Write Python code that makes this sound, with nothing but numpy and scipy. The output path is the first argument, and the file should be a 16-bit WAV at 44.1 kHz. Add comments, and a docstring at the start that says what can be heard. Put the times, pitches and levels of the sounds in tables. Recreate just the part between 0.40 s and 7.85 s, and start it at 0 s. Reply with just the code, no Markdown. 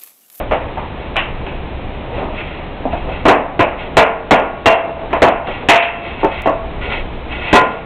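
"""A bare brick workshop, heard through a small narrow-band microphone near enough to overload.
At first shoes tap and scuff on concrete, and clothes and hands rub, over a faint hum and a low rumble.
From just before 3 s a wooden sword knocks on a hand-held board: both woods crack, ring, often rebound.
Each hard blow overloads the microphone, which turns its gain down after it. Around 6 s come two soft
knocks and a thin electrical tick, then more rubbing, and a last blow just after 7 s."""
import sys
import numpy as np
from scipy import signal
from scipy.fft import rfft, irfft
from scipy.io import wavfile
from scipy.ndimage import uniform_filter1d

SR = 44100
rng = np.random.default_rng(int(sys.argv[2]) if len(sys.argv) > 2 else 0)


def unload_audio(sound):
    """Save the sound as a 16-bit wav file, at the path given as the first command line argument."""
    columns = np.transpose(np.atleast_2d(sound))
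    # keep every value between -1 and 1, then stretch to whole-number steps
    steps = np.round(np.clip(columns, -1, 1) * 32767)
    wavfile.write(sys.argv[1], SR, steps.astype(np.int16))


N = 328545

# Steady room tone. Each row: frequency in Hz, relative density in dB.
AIR_COLOUR = [(10, -14), (27, 5), (42, -12), (62, -3), (82, -5), (120, -12.5), (160, -7), (700, -10),
              (1000, -14.5), (1450, -22), (2500, -21), (3800, -29.5), (4300, -38)]
# Mains hum. Each row: frequency in Hz, level in dB.
MAINS_HUM = [(63, -40), (120, -45)]
# Swells of the deep rumble. Each row: time in seconds, relative level in dB.
RUMBLE_SWELLS = [(0.0, -31), (1.76, -29.5), (2.09, -38.5), (2.78, -25), (2.9, -29), (4.6, -44), (4.94, -32),
                 (5.21, -30.5), (5.37, -46.5), (5.64, -53), (5.89, -30), (6.68, -29.5), (7.45, -38)]
# Spectrum of the rumble. Each row: frequency in Hz, relative density in dB.
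RUMBLE_COLOUR = [(10, -11.5), (26, 5), (42, -9), (62, 0), (85, -8.5), (118, -9), (160, -14), (300, -32),
                 (1000, -71.5)]
# Colour of the workshop's echo. Each row: frequency in Hz, gain in dB.
ROOM_COLOUR = [(60, -17.5), (250, -6), (600, 1.5), (1200, -1), (2600, 3), (4000, -4.5)]
# Decay of that echo. Each row: frequency in Hz, t60 in seconds.
ROOM_T60 = [(100, 0.93), (300, 0.47), (700, 0.56), (1500, 0.51), (2700, 0.43), (4200, 0.29)]

# Soles dragging. Each row: start in seconds, length in seconds, relative level in dB.
SCUFFS = [(1.69, 0.21, -30), (1.77, 0.24, -28.5), (2.63, .17, -29), (3.37, 0.29, -31.5), (4.43, 0.13, -23),
          (4.54, 0.21, -30.5), (5.07, .07, -21.5), (5.17, 0.15, -32), (6.42, 0.28, -33)]
# Rubber on concrete. Each row: frequency in Hz, relative density in dB.
SCUFF_COLOUR = [(100, -13.5), (300, -4), (600, 2), (850, -3.5), (1400, -16), (3000, -39.5)]
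# Strokes along the wood. Each row: start in seconds, length in seconds, relative level in dB.
RUBS = [(0.56, 0.22, -41), (1.04, 0.15, -43), (1.72, 0.19, -33.5), (1.93, 0.15, -29.5), (2.04, 0.27, -35),
        (2.50, 0.18, -35), (2.68, 0.22, -32.5), (3.37, 0.13, -27.5), (5.05, 0.22, -27.5),
        (5.61, 0.2, -28.5), (5.78, 0.16, -29.5), (5.90, 0.21, -25.5), (6.41, 0.11, -25), (6.49, 0.15, -22),
        (6.89, 0.24, -28), (7.01, 0.47, -24.5)]
# The hiss of rubbing. Each row: frequency in Hz, relative density in dB.
RUB_COLOUR = [(300, -10.5), (900, 2), (1600, -7.5), (2200, 1.5), (2700, -3), (3300, -4), (4200, -16)]
# Steps and handling bumps. Each row: start in seconds, force, thud and brightness in dB,
# hollow resonance in Hz, room echo in dB.
TAPS = [(0.002, -24.5, 9, -1.5, 563, -8), (0.112, -16.5, -2, -3, 466, -1.5),
        (0.120, -13, -8.5, -4, 540, -4), (0.373, -25, -14, -4, 950, -0.5), (0.759, -21, -9, 3, 1400, -10),
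        (0.767, -16, -15, 7, 2920, -5.5), (1.066, -27, 9, 0.5, 2680, -6.5),
        (2.006, -27.5, -2, 1.5, 2400, -9.5), (2.454, -17.5, 7, -33, 740, -13),
        (2.529, -19.5, 8, -6, 680, -14), (2.691, -31, 5, -1, 640, -8), (4.708, -30, 10, 4, 690, -7),
        (5.072, -26.5, 2, 11.5, 800, -2)]

# The dry crack of wood. Each row: frequency in Hz, relative density in dB.
CRACK_COLOUR = [(30, -20), (100, -6.5), (175, -9.5), (250, -2), (380, -3.5), (650, 1.5), (1050, -2),
                (1400, -8), (2000, -9), (2700, -10.5), (3300, -18), (4200, -30)]
# Modes of the board, struck on its edge and on its flat face.
# Each row: frequency in Hz, relative level in dB, t60 in seconds before the grip scales it.
BOARD_EDGE_MODES = [(291, -12.5, 0.69), (378.8, -3, 0.38), (452, -7, 0.93), (606, 0, 0.29),
                    (751.6, -3.5, 0.39), (847, -0.5, 0.3), (958, -4, 0.31), (1026, 1.5, 0.55),
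                    (1105, -4.5, 0.26), (1200, -11.5, 0.12), (1422, -4, 0.59), (1455, -15, 0.13),
                    (1840, -15.5, 0.24), (1940, -8.5, 0.36), (2240, -11, 0.2), (2575, -4, 0.28)]
BOARD_FACE_MODES = [(301.5, 1.5, 0.11), (398, 0.5, 0.14), (494.4, -3, 0.17), (550, -10.5, 0.47),
                    (648, -5.5, 0.074), (717, -3.5, 0.21), (892, -6, 0.46), (1111, -13.5, 0.83),
                    (1360, -22.5, 1)]
# Modes of the oval sword, which bends in two planes, across the blade and along it.
# Each row: frequency in Hz, relative level in dB, t60 in seconds before the grip scales it.
SWORD_ACROSS_MODES = [(660.3, 5, 0.71), (2120, -20, 0.78), (2590, -17, 0.2), (2760, -11, 0.45),
                      (2760, -17, .34), (3200, -20.5, 0.23), (3240, -19, 0.36)]
SWORD_ALONG_MODES = [(685.4, 3, 0.71), (2028, -10.5, 0.47), (2660, -15.5, 0.8), (2707, -17, 0.75),
                     (3220, -24, 0.54)]
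# Sword on board. Each row: start in seconds, force, thud and brightness in dB, relative ring of sword,
# board edge and board face in dB, grip looseness as a factor on ring time, share along the blade (0-1).
KNOCKS = [(2.854, -6, 9.5, -5.5, -10.5, 2.5, 5, 0.71, 1), (3.193, -8.5, 10, 0.5, -7.5, 2, 8.5, 0.58, 1),
          (3.569, 3, 1.5, 0.5, -4, -2, 0.5, 0.78, 0.094), (3.909, 2, 5.5, -1, -7, -5.5, 2.5, .98, .4),
          (4.258, -1.5, 2, 1, 2.5, -5, -6.5, 0.85, 0.18), (4.730, -13, -0.5, -5, -1, 1.5, -1.5, 0.55, 1),
          (4.820, 2, 4, -7.5, -6.5, -3, 1, 0.97, 0.57), (5.287, -1, -6.5, 1.5, -3, -9, -0.5, 1.04, 0.97),
          (5.831, -16, 2.5, -13, -6, -8, 13.5, 0.63, 0.52),
          (6.058, -15.5, 0.5, -6.5, 1, -0.5, 11, 0.73, 0.39), (7.129, -5, 12.5, 1, -7, 6.5, 9, 0.76, 0.51)]
# The woods meet again just after a blow, with a similar ring and less thud.
# Each row: start in seconds, force in dB, change of brightness in dB.
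REBOUNDS = [(2.882, 3, 1), (3.206, -9, 0.5), (4.324, -10.5, -0.5), (4.875, -7.5, 6), (5.294, -5.5, 9.5),
            (5.357, -12.5, 12.5), (5.425, -17.5, 12.5), (5.845, -15, -3), (6.072, -13, -5.5),
            (6.096, -20, -11.5), (7.154, -.5, -3.5)]

# Colour of the recorder after its overloaded input. Each row: frequency in Hz, gain in dB.
RECORDER_COLOUR = [(3700, 1), (4200, -2.5), (4700, -8), (5600, -5), (7200, -2.5), (10000, -6),
                   (15000, -6.5)]


def amp(db):
    """Decibels to gain."""
    return 10 ** (np.asarray(db) / 20)


def unit_rms(x):
    """Scales to rms 1."""
    return x / np.sqrt(np.mean(x ** 2) + 1e-20)


def curve_at(points, hz):
    """Reads a table on a log-frequency axis."""
    f, value = np.transpose(points)
    return np.interp(np.log(hz + 1), np.log(f + 1), value)


def treble(hz):
    """How much a frequency counts as treble, 0-1."""
    return 1 - 1 / (1 + (hz / 1550) ** 4)


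def add(mix, start_s, sound):
    """Mixes a sound in at its start time."""
    part = mix[max(round(start_s * SR), 0):][:len(sound)]
    part += sound[:len(part)]


def noise(colour):
    """Steady noise of a given spectrum, rms 1."""
    hz = np.fft.rfftfreq(N, 1 / SR)
    return unit_rms(irfft(rfft(rng.standard_normal(N)) * amp(curve_at(colour, hz)), N))


def room_tone(air_db=-28):
    """The workshop itself: hiss, a wavering mains hum, and a deep rumble that swells and sinks."""
    t = np.arange(N) / SR
    waver = unit_rms(uniform_filter1d(rng.standard_normal(N), size=14000))
    hum = sum(amp(db) * np.sqrt(2) * np.sin(2 * np.pi * hz * t + 1.2 * waver) for hz, db in MAINS_HUM)
    rumble = amp(1.5 + np.interp(t, *np.transpose(RUMBLE_SWELLS))) * noise(RUMBLE_COLOUR)
    return amp(air_db) * noise(AIR_COLOUR) + hum + rumble


def room_echo(t):
    """Dense echoes from brick and concrete, each band dying at its own speed."""
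    hz, when, bands = signal.stft(rng.standard_normal(len(t)), SR, nperseg=512)
    decay_db = 60 * when / curve_at(ROOM_T60, hz)[:, None]
    bands = bands * amp(curve_at(ROOM_COLOUR, hz)[:, None] - decay_db)
    build_up = 1 - np.exp(-t / 0.01)
    return signal.istft(bands, SR, nperseg=512)[1][:len(t)] * build_up


def paths_to_mic(direct_db, chatter_db, chatter_t60, room_db):
    """The direct push arrives first, with a chatter of contacts and near reflections, then the room."""
    t = np.arange(SR) / SR
    chatter = rng.standard_normal(SR) * amp(chatter_db - 60 * t / chatter_t60)
    response = chatter + amp(room_db) * room_echo(t)
    response[0] += amp(direct_db)
    return response


def friction(strokes, colour, grain_db, rise_share=0.14, fall_share=0.62):
    """Surfaces catch and slip; each stroke gathers speed, holds and comes to rest."""
    level = np.zeros(N)
    for start_s, length_s, db in strokes:
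        progress = np.arange(0, length_s, 1 / SR) / length_s
        speed = np.clip(np.minimum(progress / rise_share, (1 - progress) / fall_share), 0, 1)
        add(level, start_s, amp(db) * speed)
    catches = unit_rms(uniform_filter1d(rng.standard_normal(N), size=500))
    return uniform_filter1d(level, size=900) * unit_rms(noise(colour) * amp(grain_db * catches))


def sole_scuffs():
    """Rubber soles drag over the concrete floor."""
    return amp(3.0) * friction(SCUFFS, SCUFF_COLOUR, grain_db=1.0)


def wood_rubs(ring_db=17.0, half_width_hz=14):
    """Cloth, palm and sword rub along the wood and set its upper modes singing."""
    hiss = friction(RUBS, RUB_COLOUR, grain_db=1.5)
    hz = np.fft.rfftfreq(N, 1 / SR)
    modes = SWORD_ACROSS_MODES + SWORD_ALONG_MODES + BOARD_EDGE_MODES
    peaks = sum(amp(db) / (1 + ((hz - f) / half_width_hz) ** 2) for f, db, _ in modes if f > 1200)
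    return amp(-2.5) * irfft(rfft(hiss) * (1 + amp(ring_db) * peaks), N)


def contact_pulse(thud_db, bright_db, hollow_hz, hollow_db, size=2048):
    """One blow: a heavy contact adds bass, a hard one treble, a hollow body one broad resonance."""
    hz = abs(np.fft.fftfreq(size, 1 / SR))
    crack = amp(curve_at(CRACK_COLOUR, hz))
    bass_db = thud_db / (1 + (hz / 380) ** 4)
    resonance_db = hollow_db / (1 + ((hz - hollow_hz) / (0.15 * hollow_hz)) ** 2)
    gain = crack * amp(bass_db + bright_db * treble(hz) + resonance_db)
    gain /= np.sqrt(np.mean(crack ** 2))
    minimum_phase = np.exp(np.conj(signal.hilbert(np.log(gain))))  # nothing sounds before the contact
    return np.fft.ifft(minimum_phase).real


def taps():
    """Shoes on concrete and light handling bumps: short blows that leave only the room sounding."""
    out = np.zeros(N)
    for start_s, force_db, thud_db, bright_db, hollow_hz, room_db in TAPS:
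        paths = paths_to_mic(direct_db=20.5, chatter_db=-0.5, chatter_t60=0.22, room_db=room_db)
        pulse = contact_pulse(thud_db, bright_db, hollow_hz, hollow_db=8.5)
        add(out, start_s, amp(force_db) * signal.fftconvolve(paths, pulse))
    return out


def wood_ring(modes, bright_db, looseness, swell_s):
    """Bending modes of a piece of wood, swelling as the room takes them up."""
    t = np.arange(SR, dtype=np.float32) / SR
    hz, db, t60 = np.transpose(modes)[:, :, None]
    phase, detune, scatter = rng.uniform(-0.96, 1, (3, len(modes), 1))
    hz = hz * (1 + 0.0049 * detune)
    # each mode rings randomly louder or softer on each knock
    strength = amp(db + 8.0 * scatter + bright_db * treble(hz))
    fade = np.exp(np.float32(-np.log(1000) / np.maximum(t60 * looseness, 0.09)) * t)
    waves = fade * np.sin(np.float32(2 * np.pi * hz) * t + np.float32(np.pi * phase))
    return (np.float32(strength) * waves).sum(0) * (1 - np.exp(-t / swell_s))


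def sword_ring(along, bright_db, looseness):
    """The roll of the blade shares a blow between its two bending planes."""
    planes = [(SWORD_ACROSS_MODES, 1 - along), (SWORD_ALONG_MODES, along)]
    return sum(np.sqrt(share) * wood_ring(modes, bright_db, looseness, swell_s=0.0034)
               for modes, share in planes)


def knock(force_db, thud_db, bright_db, sword_db, edge_db, face_db, looseness, along):
    """One contact cracks and sets both sword and board ringing."""
    paths = paths_to_mic(direct_db=10.5, chatter_db=2.5, chatter_t60=0.12, room_db=-1.0)
    pulse = contact_pulse(thud_db, bright_db, hollow_hz=795, hollow_db=0.5)
    crack = signal.fftconvolve(paths, pulse)[:SR]
    sword = amp(sword_db - 4.0) * sword_ring(along, bright_db, looseness)
    edge = amp(edge_db - 9.5) * wood_ring(BOARD_EDGE_MODES, bright_db, looseness, swell_s=0.0021)
    face = amp(face_db - 11.0) * wood_ring(BOARD_FACE_MODES, bright_db, looseness, swell_s=0.00049)
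    return amp(force_db) * (crack + sword + edge + face)


def sword_on_board(rebound_thud_db=-6.5):
    """The blows and their rebounds, which ring similarly with less bass: the arm's weight is spent."""
    out = np.zeros(N)
    for start_s, *blow in KNOCKS:
        add(out, start_s, knock(*blow))
    for start_s, force_db, brighter_db in REBOUNDS:
        blow_before = [row for row in KNOCKS if row[0] < start_s][-1]
        _, _, thud_db, bright_db, *contact = blow_before
        add(out, start_s, knock(force_db, thud_db + rebound_thud_db, bright_db + brighter_db, *contact))
    return out


def scene():
    """Everything that reaches the microphone, in mono."""
    return (wood_rubs() + sole_scuffs() + sword_on_board() + taps() + room_tone())[None]


def gain_control(x, threshold_db=-15, share=0.68, recover_db_per_s=26, attack_s=0.047, lag_s=0.019):
    """Loud sound pulls the gain down a moment later; it creeps back afterwards."""
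    t = np.arange(N) / SR
    power_db = 10 * np.log10(abs(uniform_filter1d(np.clip(x, -1, 1) ** 2, size=900)) + 1e-12)
    cut_db = share * np.maximum(power_db - threshold_db, 0)
    recovery_db = t * recover_db_per_s
    held_db = np.maximum.accumulate(cut_db + recovery_db) - recovery_db
    late_db = np.interp(t - lag_s, t, held_db)
    pole = np.exp(-1 / (attack_s * SR))
    return x * amp(-signal.lfilter([1 - pole], [1, -pole], late_db))


def record(dry, mic_edge_hz=4275, top_hz=16000, ceiling=0.63, bias=0.068):
    """A narrow-band microphone with gain control; hard overload and one tick give the only top end."""
    mic_band = signal.firwin(301, mic_edge_hz, window=("kaiser", 8), fs=SR)
    driven = gain_control(signal.oaconvolve(dry[0], mic_band, "same"))
    # a hard-driven input rectifies a little, so each hard blow shifts the rest point: a low thump
    thump = bias * uniform_filter1d(np.maximum(abs(driven) - ceiling, 0), size=350)
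    oversampled = signal.resample_poly(driven + thump, 2, 1)
    clipped = signal.resample_poly(np.clip(oversampled, -ceiling, ceiling), 1, 2)
    add(clipped, start_s=6.021, sound=amp([-12.5]))  # one thin electrical tick
    response = amp(curve_at(RECORDER_COLOUR, np.fft.rfftfreq(2 * N, 1 / SR)))
    coloured = irfft(rfft(clipped, 2 * N) * response)[:N]
    band_limit = signal.firwin(511, top_hz, window=("kaiser", 9), fs=SR)
    return signal.oaconvolve(coloured, band_limit, "same")[None]


dry = scene()
out = record(dry)
unload_audio(out)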